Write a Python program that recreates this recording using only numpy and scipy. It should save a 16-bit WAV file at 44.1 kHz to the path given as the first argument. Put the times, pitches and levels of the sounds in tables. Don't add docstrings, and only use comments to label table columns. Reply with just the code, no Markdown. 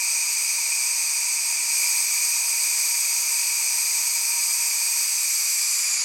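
import sys
import numpy as np
from scipy import signal
from scipy.fft import rfft, irfft, next_fast_len
from scipy.io import wavfile
from scipy.ndimage import map_coordinates

SR = 44100
rng = np.random.default_rng(int(sys.argv[2]) if len(sys.argv) > 2 else 0)


def generate_wav(signal):
    frames = np.transpose(np.atleast_2d(signal))
    scaled = np.clip(frames, -1, 1) * 32767
    pcm = np.round(scaled).astype(np.int16)
    wavfile.write(sys.argv[1], SR, pcm)


N = 266716

# f/Hz, relative level/dB
ROOM_RUMBLE = [(15, -15), (30, -3), (70, -0.5), (125, -1), (190, -3.5), (300, -6.5), (800, -50),
               (3000, -62)]
# f/Hz, level/dB
ECHO_LEVELS = [(500, -17), (2400, -13), (3800, -7.5), (11500, -8), (14000, -16)]
# f/Hz, level/dB
STEREO_WIDTH = [(250, -6), (700, -10), (1290, -13), (2380, -24.5), (4400, -14.5), (6500, -24),
                (8120, -15.5), (12000, -26)]
# f/Hz, level/dB
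BALANCE = [(380, -3), (700, -1.5), (1290, -0.5), (4400, 0), (8120, -0.5), (15000, 0)]
# f/Hz, relative level/dB
JET_TONE = [(300.0, -88), (520.0, -83.5), (800.0, -81.5), (1200.0, -76.5), (1550.0, -79.5), (1900.0, -75),
            (3200.0, -79.5), (4000.0, -76), (6000.0, -62.5), (9000.0, -69.5), (11500.0, -76.5),
            (13300.0, -84.5), (16300.0, -80)]
# f/Hz, width/Hz, level/dB
FITTING_PEAKS = [(2416, 190.5, 18), (4712, 360, 10), (5290, 233, -5), (5660, 93, 2.5), (6810, 240, 3.5),
                 (7270, 180, -1.5), (8310, 267, 6.5), (9890, 204, 9.5), (10430, 375, -7), (11394, 216, 7.5),
                 (12300, 340, 7)]
# f/Hz, width/Hz, level/dB
POT_PEAKS = [(520, 18, 3), (684, 9, 5), (940, 13, 2.5), (1039, 12, 4), (1210, 16, 3.5), (1290, 16, -5),
             (1525, 18, -3), (2110, 11, 4.5), (2347, 11, 3.5), (2590, 12, -7), (2896, 16, 6), (4421, 10, 5),
             (4786, 10, 4), (4969, 11, 6), (5690, 10, 4), (5857, 13, 5), (6132, 14, 5), (6223, 11, 4.5),
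             (6390, 10, 4), (6666, 14, 4), (6874, 12, 4.5), (6988, 10, 5), (7397, 10, 7), (8010, 10, 5),
             (8446, 12, 7), (8675, 14, -9), (8769, 10, 6), (10002, 14, 6), (11693, 12, 7.5)]
# centre and width (times its pitch), level/dB
WHISTLE_PEAKS = [(0.71, 0.07, 2), (0.87, 0.028, -5), (0.99, 0.1, 6), (1.2, 0.039, -5), (1.47, 0.16, 6.5),
                 (1.9, .1, 1)]


def amp(db):
    return 10 ** (np.asarray(db) / 20)


def unit(x):
    return x / np.sqrt(np.mean(x ** 2) + 1e-20)


def along(points, hz):
    freqs, levels = np.transpose(points)
    return np.interp(np.log(hz + 1), np.log(freqs), levels)


def bell(x, centre, width):
    return np.exp(-.5 * ((x - centre) / width) ** 2)


def humps(rows, hz):
    return sum(db * bell(hz, centre, width) for centre, width, db in rows)


def switch(x, at, width):
    return .5 + .5 * np.tanh((x - at) / (2 * width))


def wobble(t, rate):
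    return map_coordinates(rng.standard_normal(int(t[-1] * rate) + 4), [t * rate])


def filtered(x, response):
    size = next_fast_len(N + SR // 2)
    return irfft(rfft(x, size) * response(np.fft.rfftfreq(size, 1 / SR)), size)[..., :N]


def background(rumble_db=-72, side_db=-1, hum_hz=140):
    t = np.arange(N) / SR
    mid, side = unit(filtered(rng.standard_normal((2, N)), lambda hz: amp(along(ROOM_RUMBLE, hz))))
    side = side * amp(side_db)
    hum_db = -82 + 8 * bell(t, centre=3.6, width=1.5)
    hum = unit(np.sin(2 * np.pi * hum_hz * t + 0.87 * wobble(t, 6)))
    return amp(rumble_db) * np.array([mid + side, mid - side]) + amp(hum_db) * hum


def reflections(x, first_s=0.0037, fade_s=0.13):
    t = np.arange(SR // 4) / SR
    tail = rng.standard_normal(len(t)) * amp(-60 * t / fade_s) * (t > first_s)
    return signal.fftconvolve(x, tail / np.linalg.norm(tail))[:N]


def workshop(x):
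    echo = lambda hz: amp(along(ECHO_LEVELS, hz))
    echoing = x + filtered(reflections(x), echo)
    mid = filtered(echoing, lambda hz: 1 / np.hypot(1, echo(hz)))
    side = filtered(reflections(x), lambda hz: amp(along(STEREO_WIDTH, hz)))
    return np.array([mid + side, mid - side])


def fittings(air, low_hz=250, trim_db=-0.72):
    colour_db = lambda hz: along(JET_TONE, hz) + humps(FITTING_PEAKS, hz) + humps(POT_PEAKS, hz)
    return filtered(air, lambda hz: amp(trim_db + colour_db(hz)) * hz ** 2 / (hz ** 2 + low_hz ** 2))


def valve(t, hz, open_s=1.76, turn_s=0.032, surge_s=0.12, fizz_hz=10700):
    opened = switch(t, open_s, turn_s)
    narrow_db = -1.03 - 3 * switch(hz, fizz_hz, 300)
    surge_db = 2.3 * np.exp(-np.maximum(t - open_s, 0) / surge_s)
    return narrow_db * (1 - opened) + surge_db * opened


def hollow_note(t, hz, pitch_hz=935, end_s=5.08, body_hz=760):
    weak = switch(t, end_s, 0.1)
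    note_db = 13.5 - 11 * weak - 0.5 * wobble(t, 8.3)
    body_db = -3.5 * weak * (1 - switch(hz, body_hz, 50))
    return note_db * bell(hz, pitch_hz, width=41) + body_db


def whistle(t, hz, giving_way, start_hz=8280, slide_hz=1320, drift=0.002):
    pitch_hz = (start_hz - slide_hz * giving_way) * (1 + drift * wobble(t, 7.2))
    return humps(WHISTLE_PEAKS, hz / pitch_hz)


def jet(spent_s=6.04, give_s=0.47, dull_s=0.16, flutter_db=0.24, bright_hz=16000):
    hz, t, noise = signal.stft(rng.standard_normal(N), SR, nperseg=1024)
    hz = hz[:, None]
    giving_way = np.exp((t - spent_s) / give_s)
    level_db = 1 - 0.118 * t + 3 * giving_way
    notes_db = whistle(t, hz, giving_way) + hollow_note(t, hz)
    outlet_hz, outlet_width, _ = FITTING_PEAKS[0]
    outlet_db = (3 - 0.86 * t) * bell(hz, outlet_hz, outlet_width)
    dull_db = -21.5 * np.exp((t - spent_s) / dull_s)
    treble_db = (dull_db + 2 * flutter_db * wobble(t, 30)) * (hz / bright_hz) ** 2
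    level_db += flutter_db * wobble(t, 25)
    gain = amp(level_db + valve(t, hz) + notes_db + outlet_db + treble_db)
    _, air = signal.istft(noise * gain, SR, nperseg=1024)
    return air[:N] * np.sqrt(SR / 2)


def scene():
    return workshop(fittings(jet())) + background()


def record(dry, top_hz=16550):
    balance = lambda hz: amp(np.outer([.5, -.5], along(BALANCE, hz)))
    return filtered(dry, lambda hz: balance(hz) * (hz < top_hz))


dry = scene()
out = record(dry)
generate_wav(out)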